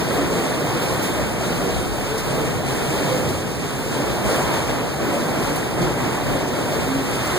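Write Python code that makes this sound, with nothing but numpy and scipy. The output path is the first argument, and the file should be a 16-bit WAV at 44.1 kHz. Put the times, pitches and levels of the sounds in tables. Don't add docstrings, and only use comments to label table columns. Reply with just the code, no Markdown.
import sys
import numpy as np
from scipy import signal
from scipy.fft import rfft, irfft, next_fast_len
from scipy.io import wavfile

SR = 44100
rng = np.random.default_rng(int(sys.argv[2]) if len(sys.argv) > 2 else 0)


def transcribe(u):
    v = np.clip(np.atleast_2d(u).T, -1, 1)
    q = np.round(v * 32767).astype(np.int16)
    wavfile.write(sys.argv[1], SR, q)


N = 325458
TIME = np.arange(N) / SR
FFT_SIZE = next_fast_len(N + SR, real=True)
FREQS = np.maximum(np.arange(FFT_SIZE // 2 + 1) * SR / FFT_SIZE, 1)

# (peak time [s], level [dB], pitch [Hz], fade time [s], lean [dB])
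MIC_BUMPS = [(0.249, -31, 68.5, 0.047, 4), (1.215, -31, 65, 0.058, 7), (1.598, -34, 53.3, .04, 5),
             (1.772, -26, 65.3, 0.054, 7), (1.92, -28, 55.6, .04, 7), (4.108, -32, 64.4, 0.057, 8),
             (4.268, -24, 63, 0.023, 0), (4.45, -33, 62.3, 0.035, 5), (4.708, -29, 60, .04, 3),
             (5.001, -37, 62, .06, 5), (5.462, -33, 49, 0.033, 24), (5.843, -30, 55.8, 0.064, 7),
             (6.302, -29.5, 53.7, 0.062, 6), (7.101, -34, 58.3, .05, 5)]
# (peak time [s], level [dB], pitch [Hz], band width [Hz], fade time [s], glide [octaves/s], lean [dB])
HOLLOW_GURGLES = [(0.384, -27, 439, 38, 0.052, .3, 0), (0.753, -27, 350, 57, 0.018, 0.093, 0),
                  (1.679, -32, 386.4, 31, 0.051, -.6, -4), (2.134, -26.5, 435, 20, 0.075, 0.25, 5),
                  (2.411, -30, 435, 18, .07, -0.41, -6), (3.141, -30, 508.5, 22, .16, -.45, -6),
                  (4.352, -28.5, 590, 85, 0.071, -0.0085, -2), (4.48, -31.5, 980, 180, .13, 0.25, 1),
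                  (7.328, -36, 1252, 330, 0.088, -0.14, 0)]
# (peak time [s], relative level [dB], pitch [Hz], fade time [s], glide [octaves/s], lean [dB])
AIR_GULPS = [(0.14, -23.5, 414, 0.041, 0, -5), (0.199, -20, 283, 0.033, .5, -2),
             (0.34, -24, 168, .03, 0.17, 10), (0.42, -28, 344, .03, 0, -2),
             (0.65, -29, 152.6, .035, 0.077, 1), (0.76, -26, 149, .035, 0, 4),
             (0.934, -24, 454, 0.03, -0.05, 0), (1.063, -27, 305, .035, .5, 17),
             (1.52, -24, 177, .032, -.5, -5), (1.633, -28.5, 398, 0.035, -0.5, -6),
             (2.318, -28, 135.5, .04, -0.077, -2.5), (2.616, -31, 98.2, .06, 0.058, 3),
             (2.7, -25, 137, .035, 0.064, 3), (2.9, -28, 143, 0.029, -0.3, -9),
             (3.13, -29, 167, 0.036, 0, -3), (3.298, -24, 93.7, 0.058, 0, 10),
             (4.028, -24, 296, 0.028, 0, -1), (4.057, -25, 419, .03, -0.042, 5),
             (4.335, -25, 470, .03, 0.23, 1), (4.54, -30, 162, .035, -0.11, 2),
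             (4.96, -29, 148.5, 0.035, 0.054, 6), (5.078, -28, 290, .03, 0, -3),
             (5.149, -23, 586, 0.035, -0.17, -2), (5.226, -24, 239.5, 0.0307, 0.025, -5),
             (5.318, -29, 339, 0.03, -0.13, -5), (5.512, -23, 290, 0.026, 0, 2),
             (5.815, -20, 178.3, 0.024, -1.05, 8), (5.84, -21.5, 355, 0.028, 0, -2),
             (6.12, -24, 301, 0.025, 0, -2), (6.299, -27, 122.3, 0.061, 0.078, 11),
             (6.344, -25, 273.5, .03, 0, 2), (6.827, -28, 255, 0.046, 0.45, 0),
             (6.85, -25.5, 159.5, .035, 0.0076, 0), (6.898, -21.5, 263, 0.028, .3, -8),
             (6.974, -19.5, 269, .042, .2, 3), (7.355, -21, 366.4, 0.039, -0.25, -6)]
# (start [s], level [dB], centre frequency [Hz], fade time [s])
NEAR_SPLASHES = [(0.81, -29.5, 5000, 0.066), (1.02, -27.5, 7500, 0.047), (2.175, -24.5, 5200, 0.02),
                 (3.285, -28, 5500, 0.024), (4.335, -31, 3000, .025), (4.529, -25.5, 1200, 0.027),
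                 (4.69, -21, 1440, 0.016), (5.424, -30, 4000, .035), (5.555, -24.5, 7440, 0.017),
                 (5.815, -27, 2280, 0.035), (7.355, -26, 1700, .05)]
# (frequency [Hz], relative level [dB])
WASH_COLOUR = [(25, -79), (45, -60), (65, -51), (95, -54), (200, -51), (280, -51), (600, -53), (820, -55.5),
               (1200, -59), (2500, -64), (3600, -68), (5700, -72.5), (7000, -72.5), (8900, -70.5),
               (10800, -80.5), (13000, -79.5), (15000, -76.5)]
# (frequency [Hz], lean [dB])
WASH_LEAN = [(60, 12.5), (150, 0), (600, 0.5), (2000, 1), (3400, 16.5), (5000, 0.5), (8000, 9), (10400, 14),
             (11700, 9), (13000, 1.8)]
# (frequency [Hz], likeness [-1 opposite to 1 same])
WASH_LIKENESS = [(50, -0.96), (110, 0.47), (220, 0.29), (450, 0.64), (900, 0.56), (1400, -0.11),
                 (2400, -0.029), (12000, -0.066)]
# (start [s], rise time [s], length [s], relative level [dB], rush [dB], spray [dB], boom [dB])
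WAVES = [(-0.19, .028, 0.17, 2.5, -0.5, -1, -1.5), (0.08, 0.038, 0.077, 2.8, -1.5, -4, -17),
         (0.293, 0.017, 0.25, -0.2, -2, -1.5, -7), (0.595, 0.038, 0.27, -2.5, 2.5, 0.5, 6.5),
         (0.86, 0.042, 0.26, -2.5, 1.5, 1, -2), (1.13, .025, 0.21, -3, -0.5, -7, 3),
         (1.387, 0.026, 0.35, -1.4, -0.5, 0.2, -10), (1.88, 0.053, 0.31, -9, 5.5, 6, -11),
         (2.25, 0.023, 0.22, 0.5, -2.5, -4.5, 3), (2.634, .028, 0.49, -0.9, 0, 0.5, -1.5),
         (2.99, .028, 0.28, -3, -2, -2, 6), (3.587, 0.028, 0.36, -10.5, 5, 5.5, 11),
         (3.878, 0.029, 0.37, -0.5, -1.4, -2, -11), (4.233, 0.037, 0.12, 0.9, 2, 1, -0.5),
         (4.45, 0.037, 0.11, -2.5, 3.5, 1.3, 4), (4.673, 0.015, 0.12, -1.8, -1, -17, -3),
         (4.978, 0.023, 0.39, 1.2, -2, -4, -2.5), (5.348, .035, 0.19, -2, 1.3, -0.3, 1),
         (5.752, 0.02, 0.068, 2, -0.5, -10, 4), (5.966, 0.016, 0.19, -3, 2.5, 0, 2),
         (6.24, .028, 0.072, 2.5, -2.8, -7, -3), (6.497, 0.023, 0.27, -1, -2, -5, 0),
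         (6.716, 0.023, 0.4, -6, 3.5, 2, 6), (7.03, 0.061, 0.24, -7.5, 8, 8, 7),
         (7.24, .05, 0.33, -1.5, 4, 1.5, 0)]


def from_db(db):
    return 10 ** (np.asarray(db) / 20)


def unit_power(x):
    return x / np.sqrt(np.mean(x ** 2) + 1e-20)


def curve(points):
    hz, values = np.array(points).T
    return np.interp(np.log(FREQS), np.log(hz), values)


def to_time(spectrum):
    return irfft(spectrum, FFT_SIZE)[..., :N]


def pan(lean_db):
    gains = from_db(np.array([[.5], [-.5]]) * lean_db)
    return gains / np.sqrt(np.mean(gains ** 2, axis=0))


def drift(rate_hz):
    step, warm_up = 40, 2000
    memory = np.exp(-2 * np.pi * step * rate_hz / SR)
    noise = rng.standard_normal(N // step + warm_up + 2)
    slow = signal.lfilter([1], [1, -2 * memory, memory ** 2], noise)[warm_up:]
    return np.interp(np.arange(N) / step, np.arange(len(slow)), unit_power(slow))


def cave_echo(sound, echo_db, ring_s=1):
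    t = TIME[:SR]
    build_up = 1 - np.exp(-t / 0.038)
    tail = rng.standard_normal((2, len(t))) * from_db(-60 * t / ring_s) * build_up
    tail /= np.sqrt(np.sum(tail ** 2, axis=1, keepdims=True))
    return sound + from_db(echo_db) * to_time(rfft(sound, FFT_SIZE) * rfft(tail, FFT_SIZE))


def swell_db(calm_db, rush_share=0, spray_share=0, boom_share=0, drain_s=0.28):
    power = from_db(calm_db) ** 2
    for start_s, rise_s, length_s, level_db, rush_db, spray_db, boom_db in WAVES:
        age = np.maximum(TIME - start_s, 0)
        shape = (1 - np.exp(-age / rise_s)) * np.exp(-np.maximum(age - length_s, 0) / drain_s)
        extra_db = rush_share * rush_db + spray_share * spray_db + boom_share * boom_db
        power = power + (shape * from_db(level_db + extra_db)) ** 2
    return 10 * np.log10(power)


def stereo_tone(phase, lean_db, right_lag_rad):
    return np.sqrt(2) * np.sin(phase - [[0], [right_lag_rad]]) * pan(lean_db)


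def throb(peak_s, level_db, hz, fade_s, glide, lean_db, waver, right_lag_rad=0):
    near = abs(TIME - peak_s) < 6 * fade_s
    t = TIME[near] - peak_s
    pitch_hz = hz * 2 ** (glide * t) * (1 + waver * drift(11.9)[near])
    phase = 2 * np.pi * np.cumsum(pitch_hz) / SR
    shape = from_db(level_db) / np.cosh(t / fade_s * np.pi / 2)
    out = np.zeros((2, N))
    out[:, near] = shape * stereo_tone(phase, lean_db, right_lag_rad)
    return out


def hum(peak_s=2.08, rise_s=0.4, fall_s=0.8, faint_hz=34, bend_hz=5.2):
    t = TIME - peak_s
    strength = np.exp(-(t / np.where(t < 0, rise_s, fall_s)) ** 2)
    phase = 2 * np.pi * np.cumsum(faint_hz + bend_hz * strength) / SR
    return from_db(-35) * strength * stereo_tone(phase, lean_db=6, right_lag_rad=-2.9)


def bumps():
    return sum(throb(peak_s, level_db, hz, fade_s, glide=0, lean_db=lean_db, waver=0.062,
                     right_lag_rad=-2.5) for peak_s, level_db, hz, fade_s, lean_db in MIC_BUMPS)


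def cave_boom(low_hz=118.8, high_hz=164.2):
    band = signal.butter(2, [low_hz, high_hz], "band", fs=SR, output="sos")
    shared, apart = signal.sosfilt(band, rng.standard_normal((2, N + SR)))[:, SR:]
    ringing = unit_power(shared + from_db(-2.5) * apart * [[1], [-1]])
    return from_db(-34.5 + swell_db(calm_db=-6, boom_share=1)) * ringing


def gurgles():
    out = 0
    for peak_s, level_db, hz, width_hz, fade_s, glide, lean_db in HOLLOW_GURGLES:
        t = np.clip(TIME - peak_s, -8 * fade_s, 8 * fade_s)
        phase = 2 * np.pi * np.cumsum(hz * 2 ** (glide * t)) / SR
        ringing = drift(width_hz) * np.sin(phase) + drift(width_hz) * np.cos(phase)
        shape = from_db(level_db) / np.cosh(t / fade_s * np.pi / 2)
        out = out + shape * ringing * pan(lean_db)
    return cave_echo(out, echo_db=-21)


def gulps():
    return sum(throb(*gulp, waver=0.0224) for gulp in AIR_GULPS)


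def splashes(rise_s=0.0052):
    out = np.zeros((2, N))
    t = TIME[:SR // 2]
    for start_s, level_db, hz, fade_s in NEAR_SPLASHES:
        start = int(start_s * SR)
        grains = rng.standard_normal((2, len(t))) * from_db(1.8 * rng.standard_normal(len(t)))
        band = signal.butter(1, [hz / 2, min(hz * 2, .45 * SR)], "band", fs=SR, output="sos")
        shape = (1 - np.exp(-t / rise_s)) * np.exp(-t / fade_s)
        burst = unit_power(signal.sosfilt(band, grains)) * shape
        out[:, start:start + len(t)] += from_db(level_db) * burst[:, :N - start]
    return out * pan(lean_db=10)


def bubbles(count, low_hz, high_hz, cycles, rise, spread_db):
    out = np.zeros((2, N))
    for when, smallness, strength, angle in rng.random((count, 4)):
        hz = low_hz * (high_hz / low_hz) ** smallness
        start, life_s = int(when * N), cycles / hz
        t = TIME[:min(int(life_s * SR), N - start)]
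        ring = np.sin(2 * np.pi * hz * t * (1 + rise * t / life_s)) * from_db(-60 * t / life_s)
        gain = hz * from_db(spread_db * min(-np.log(1 - strength), 4))
        direction = [[np.cos(2 * np.pi * angle)], [np.sin(2 * np.pi * angle)]]
        out[:, start:start + len(t)] += gain * ring * direction
    return unit_power(out) * np.sqrt((high_hz - low_hz) / (SR / 2))


def droplets(per_s, spread_db, low_hz):
    lands = rng.random((2, N)) < per_s * from_db(3 * drift(8)) / SR
    sizes = from_db(spread_db * np.minimum(rng.exponential(1, (2, N)), 5))
    ticks = lands * sizes * rng.choice([-1, 1], (2, N))
    bass_cut = signal.butter(2, low_hz, "high", fs=SR, output="sos")
    return unit_power(signal.sosfilt(bass_cut, ticks + 1e-18))


def churning_water():
    small = bubbles(count=2200, low_hz=300.4, high_hz=2456, cycles=32.6, rise=0.07, spread_db=2.5)
    glugs = bubbles(count=560, low_hz=198.8, high_hz=810, cycles=50, rise=-0.059, spread_db=0)
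    bubbling = cave_echo(from_db(-10) * small + from_db(-8.5) * glugs, echo_db=-3.5)
    fizz = cave_echo(droplets(per_s=2500, spread_db=1.5, low_hz=1680), echo_db=-2)
    swirl = rng.standard_normal((2, N))
    return from_db(-1.79) * swirl + bubbling + from_db(-8) * fizz


def spectrum_at_microphones(water):
    shared, apart = rfft(water, FFT_SIZE)
    alike = curve(WASH_LIKENESS)
    pair = np.sqrt((1 + alike) / 2) * shared + np.sqrt((1 - alike) / 2) * apart * [[1], [-1]]
    return pair * pan(curve(WASH_LEAN)) * from_db(curve(WASH_COLOUR)) * np.sqrt(SR / 2)


def wash(churn_flicker_db=0.16, spray_flicker_db=1.0):
    churn_db = swell_db(calm_db=-2.8)
    rush_db = swell_db(calm_db=-6, rush_share=1)
    spray_db = swell_db(calm_db=-3.5, spray_share=0.91)
    spectrum = spectrum_at_microphones(churning_water())
    centres_hz = 60 * 2 ** (np.arange(17) / 2)
    band_number = np.interp(np.log(FREQS), np.log(centres_hz), np.arange(len(centres_hz)))
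    out = 0
    for k, hz in enumerate(centres_hz):
        band = to_time(spectrum * np.maximum(1 - abs(band_number - k), 0))
        low, middle, top = [np.clip(np.log2(hz / edge_hz), 0, 1) for edge_hz in (120, 520, 1800)]
        level_db = low * churn_db + middle * (rush_db - churn_db) + top * (spray_db - rush_db)
        flicker_db = churn_flicker_db + top * (spray_flicker_db - churn_flicker_db)
        out = out + band * from_db(level_db + flicker_db * drift(15.6))
    return out


def scene():
    water = from_db(-0.79) * wash() + gurgles() + cave_boom()
    nearby = splashes() + from_db(-4.5) * gulps()
    low_sounds = bumps() + hum()
    return water + cave_echo(nearby, echo_db=-8) + low_sounds


def record(dry, widen_above_hz=970, delay_s=16 / SR, rumble_hz=27, top_hz=15450):
    spectrum = rfft(dry, FFT_SIZE)
    share = 1 / (1 + (widen_above_hz / FREQS) ** 4)
    other_side = share * np.exp(-2j * np.pi * FREQS * delay_s) * spectrum[::-1]
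    wide = to_time((spectrum - other_side) / np.sqrt(1 + share ** 2)) * pan(lean_db=-0.7)
    wide = signal.sosfilt(signal.butter(4, rumble_hz, "high", fs=SR, output="sos"), wide)
    top_cut = 1 / np.sqrt(1 + (FREQS / top_hz) ** 600)
    return to_time(rfft(wide, FFT_SIZE) * top_cut)


dry = scene()
out = record(dry)
transcribe(out)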